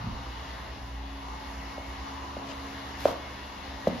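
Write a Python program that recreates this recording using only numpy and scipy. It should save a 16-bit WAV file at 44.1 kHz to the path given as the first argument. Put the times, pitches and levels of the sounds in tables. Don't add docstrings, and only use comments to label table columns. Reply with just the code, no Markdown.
import sys
import numpy as np
from scipy import signal
from scipy.fft import rfft, irfft
from scipy.io import wavfile
from scipy.ndimage import uniform_filter1d

SR = 44100
rng = np.random.default_rng(int(sys.argv[2]) if len(sys.argv) > 2 else 0)


def unload_audio(sound):
    columns = np.transpose(np.atleast_2d(sound))
    steps = np.round(np.clip(columns, -1, 1) * 32767)
    wavfile.write(sys.argv[1], SR, steps.astype(np.int16))


N = 176400


# frequency in Hz, relative strength in dB.
AIR_AT_MIC = [(20, -34), (30, -15), (40, 5), (62, 13), (90, 4.5), (115, 0), (170, -0.5), (220, -1),
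              (330, 1.5), (430, -2), (650, 1), (950, 4), (1400, -4.5), (1950, -2), (2350, -10.5),
              (2850, -6.5), (3250, -10.5), (3900, -8.5), (5500, -15.5), (7000, -21.5), (8400, -48.5),
              (10500, -25), (14500, -41)]
# time in seconds, gain in dB.
NEARNESS = [(0, -2), (.9, -1.5), (1.5, -0.5), (2.2, -0.2), (2.9, 2.25), (3.4, 1.35), (4, 0.3)]
# time in seconds, gain in dB.
TREBLE_GAIN = [(0, 1.5), (2, 4), (2.55, 4), (3.3, 2.5), (4, 2.5)]

def rushing_air(level_db=-42.5, swell_db=1.1, flicker_db=1.09):
    hz, out = frequencies(), 0
    balance = at_hz(STEREO, hz, column=2)
    rush = rfft(stereo_noise(AIR_AT_MIC)) * undb(np.array([balance, -balance]) / 2)
    near, treble = curve(NEARNESS), curve(TREBLE_GAIN)
    swell = -swell_db * wander(2.65)
    for centre in 20 * 2 ** (np.arange(20) / 2):
        band = np.maximum(1 - 2 * abs(np.log2((hz + 1) / centre)), 0)
        db = near * (centre > 250) + treble * (centre > 7000)
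        out = out + irfft(rush * band, N) * undb(db + swell + flicker_db * wander(14))
    return out * undb(level_db)


# pitch in Hz, half width in Hz, relative strength in dB.
HOUSING_NOTES = [(728, 39, -16.5), (872, 17, -5), (981.5, 14, -4), (1042.5, 216, -8.5), (1880, 43, -17),
                 (2924, 320, -23)]
# pitch in Hz, peak time and spread in seconds, gain in dB.
HOUSING_SWELLS = [(720, .62, .25, 12), (872, 1.46, .13, 8), (872, 2.55, .08, 5), (982, 1.3, .09, 7),
                  (982, 2.35, .25, 4)]
# time in seconds, level in dB.
WHIRR_LEVEL = [(0, -45), (.7, -52.5), (1.4, -48.5), (2.1, -45), (2.8, -50), (3.3, -55), (4, -47.5)]

def housing_whirr(pitch_wander=.011):
    hz, out = frequencies(), 0
    for centre, width, db in HOUSING_NOTES:
        peak = 1 / (1 + ((hz - centre) / width) ** 2)
        band = irfft(rfft(rng.standard_normal((2, N))) * peak, N)
        drift = np.exp(2j * np.pi * np.cumsum(centre * pitch_wander * wander(5)) / SR)
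        note = (signal.hilbert(band) * drift).real
        out = out + note * undb(db + swells(HOUSING_SWELLS, centre) + 1.2 * wander(6))
    return unit(out) * undb(curve(WHIRR_LEVEL))


# time in seconds, level in dB.
SHAFT_LEVEL = [(0, -53), (.7, -48), (1.05, -62), (1.4, -59), (2.05, -46), (4, -50)]
BLADE_LEVEL = [(0, -54), (.65, -59), (1.05, -47), (1.6, -51.5), (2.25, -49), (2.65, -45), (3.05, -52),
               (3.35, -57.5), (4, -50)]
# their pitches as multiples of the shaft's, then their base levels in dB.
WHINE_MULTIPLES = [3, 28, 32, 36, 40, 42, 44, 50]
WHINE_DB = [-58, -70, -65.3, -72.5, -70.5, -69.5, -72, -69.3]
# multiple, peak time and spread in seconds, gain in dB.
WHINE_SWELLS = [(32, 1.72, .13, 7), (32, 2.05, .1, 5), (32, 3.24, .07, 7), (50, .42, .12, 7),
                (50, 1.15, .1, 5), (50, 2.05, .08, 5), (50, 2.84, .08, 9)]

def blower_tones(shaft_hz=68.45, speed_wander=.0006, blades=4, fade_db=2.5):
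    angle = 2 * np.pi * np.cumsum(shaft_hz * (1 + speed_wander * wander(5))) / SR
    shaft = undb(curve(SHAFT_LEVEL)) * np.sin(angle)
    blade = undb(curve(BLADE_LEVEL) + 1.6 * wander(16)) * np.sin(blades * angle + .3 * wander(20))
    whine = np.zeros((2, N))
    for multiple, db in zip(WHINE_MULTIPLES, WHINE_DB):
        unsteady = min(multiple / 20, 1)
        level = db + curve(NEARNESS) + swells(WHINE_SWELLS, multiple)
        for ear in range(2):
            fade = unsteady * fade_db * (wander(5.8) + 1)
            wobble = unsteady * (.7 * wander(5) + .25 * wander(30))
            whine[ear] += undb(level + fade) * np.sin(multiple * angle + wobble)
    return np.sqrt(2) * (shaft + blade + whine)


# rough delay in ms, its drift in ms per second.
BOUNCES = [(4.3, 1.3), (7.1, .8), (12.5, 1.7), (19, -1.5)]

def with_bounces(sound, bounce_db=-12):
    t, out = clock(), sound
    bright = filtered(sound, [500, 5000], "band")
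    for delay, drift in BOUNCES:
        lags = (delay + drift * t + rng.uniform(-.5, .5, (2, 1))) / 1000
        copies = np.array([np.interp(t - lag, t, ear) for lag, ear in zip(lags, bright)])
        out = out + undb(bounce_db) * copies
    return out


# start in seconds, level in dB, ring pitch in Hz,
# then gains in dB for the body note, for the crack and snap, and for the room's echo.
KNOCKS = [(.266, -40, 480, -5, -20, -21), (1.7795, -30, 583, -10, -13, -13),
          (2.3664, -28, 568, -10.5, -22, 1.5), (3.0543, -7, 562, -16, -11.5, -3),
          (3.8710, -11, 539, -15, -16.5, -7), (3.8842, -28, 560, -7, -26, -14)]
# pitch in Hz, rise time in seconds, gain in dB.
SNAP_NOTES = [(930, .0016, -5), (1420, .0008, -3.5), (2700, .00025, -7), (5000, .0001, -10)]
# pitch in Hz, dB relative to the ring, seconds to fade by 60 dB.
BOARD_NOTES = [(479, -28, .35), (587, -30, .38), (940, -37, .35)]
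# delay in seconds, gain in dB.
WALL_ECHOES = [(.0145, -22), (.0292, -15), (.0545, -19)]

def plank_knocks(rise_s=.0025, glide=.7, body_ratio=.594, crack_s=.0006):
    t, direct, to_room, boards = clock(), 0, 0, 0
    for start, db, hz, body_db, crack_db, room_db in KNOCKS:
        age = np.maximum(t - start, 0)
        grit = rng.standard_normal(N) * (t > start) * np.exp(-age / crack_s)
        crack = filtered(grit, 2500, "low")
        snap = sum(undb(gain) * ring(start, pitch, rise) for pitch, rise, gain in SNAP_NOTES)
        hollow = ring(start, hz, rise_s, glide)
        body = ring(start, hz * body_ratio, rise_s / body_ratio, glide)
        knock = undb(db) * (hollow + undb(body_db) * body + undb(crack_db) * (crack + snap))
        for pitch, gain, fade_s in BOARD_NOTES:
            level = db + gain - 60 * age / fade_s + 3 * wander(120)
            boards = boards + undb(level) * np.sin(2 * np.pi * pitch * age)
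        direct = direct + knock
        to_room = to_room + undb(room_db) * knock
    echoes = sum(undb(db) * np.interp(t - lag, t, direct) for lag, db in WALL_ECHOES)
    return direct + boards + echoes + room_echo(to_room)


def ring(start, hz, rise_s, glide=0, glide_s=.0012):
    age = np.maximum(clock() - start, 0)
    cycles = hz * (age + glide * glide_s * (1 - np.exp(-age / glide_s)))
    loudness = (age / rise_s * np.exp(1 - age / rise_s)) ** 1.7
    return -np.sin(2 * np.pi * cycles) * loudness


# start in seconds, peak level in dB, pitch in Hz.
THUDS = [(.002, -35.5, 111), (0.039, -29, 174), (0.062, -29, 117), (.068, -29, 215), (.108, -31, 66),
         (1.6, -44, 165), (2.371, -39, 225), (3.873, -20, 205), (3.882, -31, 110), (3.954, -31, 230)]

def heel_thuds(rise_s=.005, room_db=-6.5):
    thuds = sum(undb(db) * ring(start, hz, rise_s) for start, db, hz in THUDS)
    return thuds + undb(room_db) * room_echo(thuds)


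# peak time and spread in seconds, level in dB,
# left minus right in dB, gain in dB above about 8000 Hz.
SWISHES = [(2.505, 0.025, -42, 7.5, -20), (3.025, 0.029, -42, 1, -1), (3.09, .028, -39, 3.5, -4),
           (3.879, 0.006, -41, 1, -3)]
# frequency in Hz, relative strength in dB.
CLOTH_AT_MIC = [(300, 9.5), (1500, 1), (3000, 1.5), (5500, -2), (8400, -14), (11500, -7.5), (15000, -15)]

def cloth_swishes():
    out = 0
    rub = stereo_noise(CLOTH_AT_MIC) * undb(1.5 * wander(250))
    treble = irfft(rfft(rub) * np.clip((frequencies() - 7500) / 1500, 0, 1), N)
    for when, spread, db, pan, treble_db in SWISHES:
        swish = rub + (undb(treble_db) - 1) * treble
        out = out + swish * undb(db + np.array([[pan], [-pan]]) / 2) * bump(when, spread)
    return out


# time in seconds, level in dB.
HUM_LEVEL = [(0, -43.5), (.8, -44), (1, -36.5), (1.2, -43.5), (2, -46), (2.7, -106), (4, -69)]

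def motor_hum(motor_hz=59.15, mains_hz=120, mains_db=-56.5):
    angle = 2 * np.pi * clock()
    motor = undb(curve(HUM_LEVEL)) * -np.cos(motor_hz * angle)
    mains = undb(mains_db + 3 * wander(4)) * np.sin(mains_hz * angle)
    return np.sqrt(2) * (motor + mains)


# frequency in Hz, relative strength in dB.
ROOM_COLOUR = [(80, 13), (300, 7), (600, -3.5), (1200, 13.5), (3000, -16), (12000, 5.5)]

def room_echo(sound, fade_s=.46):
    t = clock()
    tail = stereo_noise(ROOM_COLOUR) * undb(-60 * t / fade_s) * np.clip(t / .008 - .5, 0, 1)
    tail /= np.sqrt(np.sum(tail ** 2) / 2)
    return signal.fftconvolve(sound[None], tail, axes=1)[:, :N]


# frequency in Hz, likeness (1 same, 0 unrelated, -1 opposite),
# left minus right in dB (for the rushing air only).
STEREO = [(60, 0.97, -2), (312, 0.78, -1.5), (636, 0.58, 0.5), (1300, 0, -0.5), (2140, 0.96, 2.5),
          (3340, 0.43, 4), (5450, 0.25, 10), (6850, 0, -1), (8900, -.85, 16), (11800, 1, -9),
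          (13900, 0.1, 7)]

def stereo_noise(colour):
    hz = frequencies()
    like = np.clip(at_hz(STEREO, hz), -.99, .99)
    mid, side = rfft(rng.standard_normal((2, N)))
    pair = mid * np.sqrt(1 + like) + np.array([[1], [-1]]) * side * np.sqrt(1 - like)
    return unit(irfft(pair * undb(at_hz(colour, hz)), N))


def swells(rows, tone):
    return sum(db * bump(when, spread) for pitch, when, spread, db in rows
               if abs(pitch / tone - 1) < .06)


def bump(when, spread):
    return np.exp(-((clock() - when) / spread) ** 2 / 2)


def wander(rate):
    hold = int(SR / rate)
    steps = np.repeat(rng.standard_normal(N // hold + 1), hold)
    return unit(uniform_filter1d(uniform_filter1d(steps, hold), hold)[:N])


def curve(rows):
    return np.interp(clock(), *np.array(rows, float).T)


def at_hz(rows, hz, column=1):
    rows = np.array(rows, float)
    return np.interp(np.log(hz + 1), np.log(rows[:, 0]), rows[:, column])


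def filtered(sound, hz, keep):
    return signal.sosfilt(signal.butter(2, hz, keep, fs=SR, output="sos"), sound)


def undb(db):
    return 10 ** (np.asarray(db) / 20)


def unit(x):
    return x / np.sqrt(np.mean(x ** 2))


def clock():
    return np.arange(N) / SR


def frequencies():
    return np.arange(N // 2 + 1) * SR / N


def scene():
    blower = with_bounces(rushing_air() + housing_whirr()) + blower_tones()
    return blower + motor_hum() + plank_knocks() + heel_thuds() + cloth_swishes()


def record(dry, low_hz=28, top_hz=14300):
    dry = filtered(dry, low_hz, "high")
    return signal.sosfilt(signal.ellip(8, .2, 70, top_hz, fs=SR, output="sos"), dry)


dry = scene()
out = record(dry)
unload_audio(out)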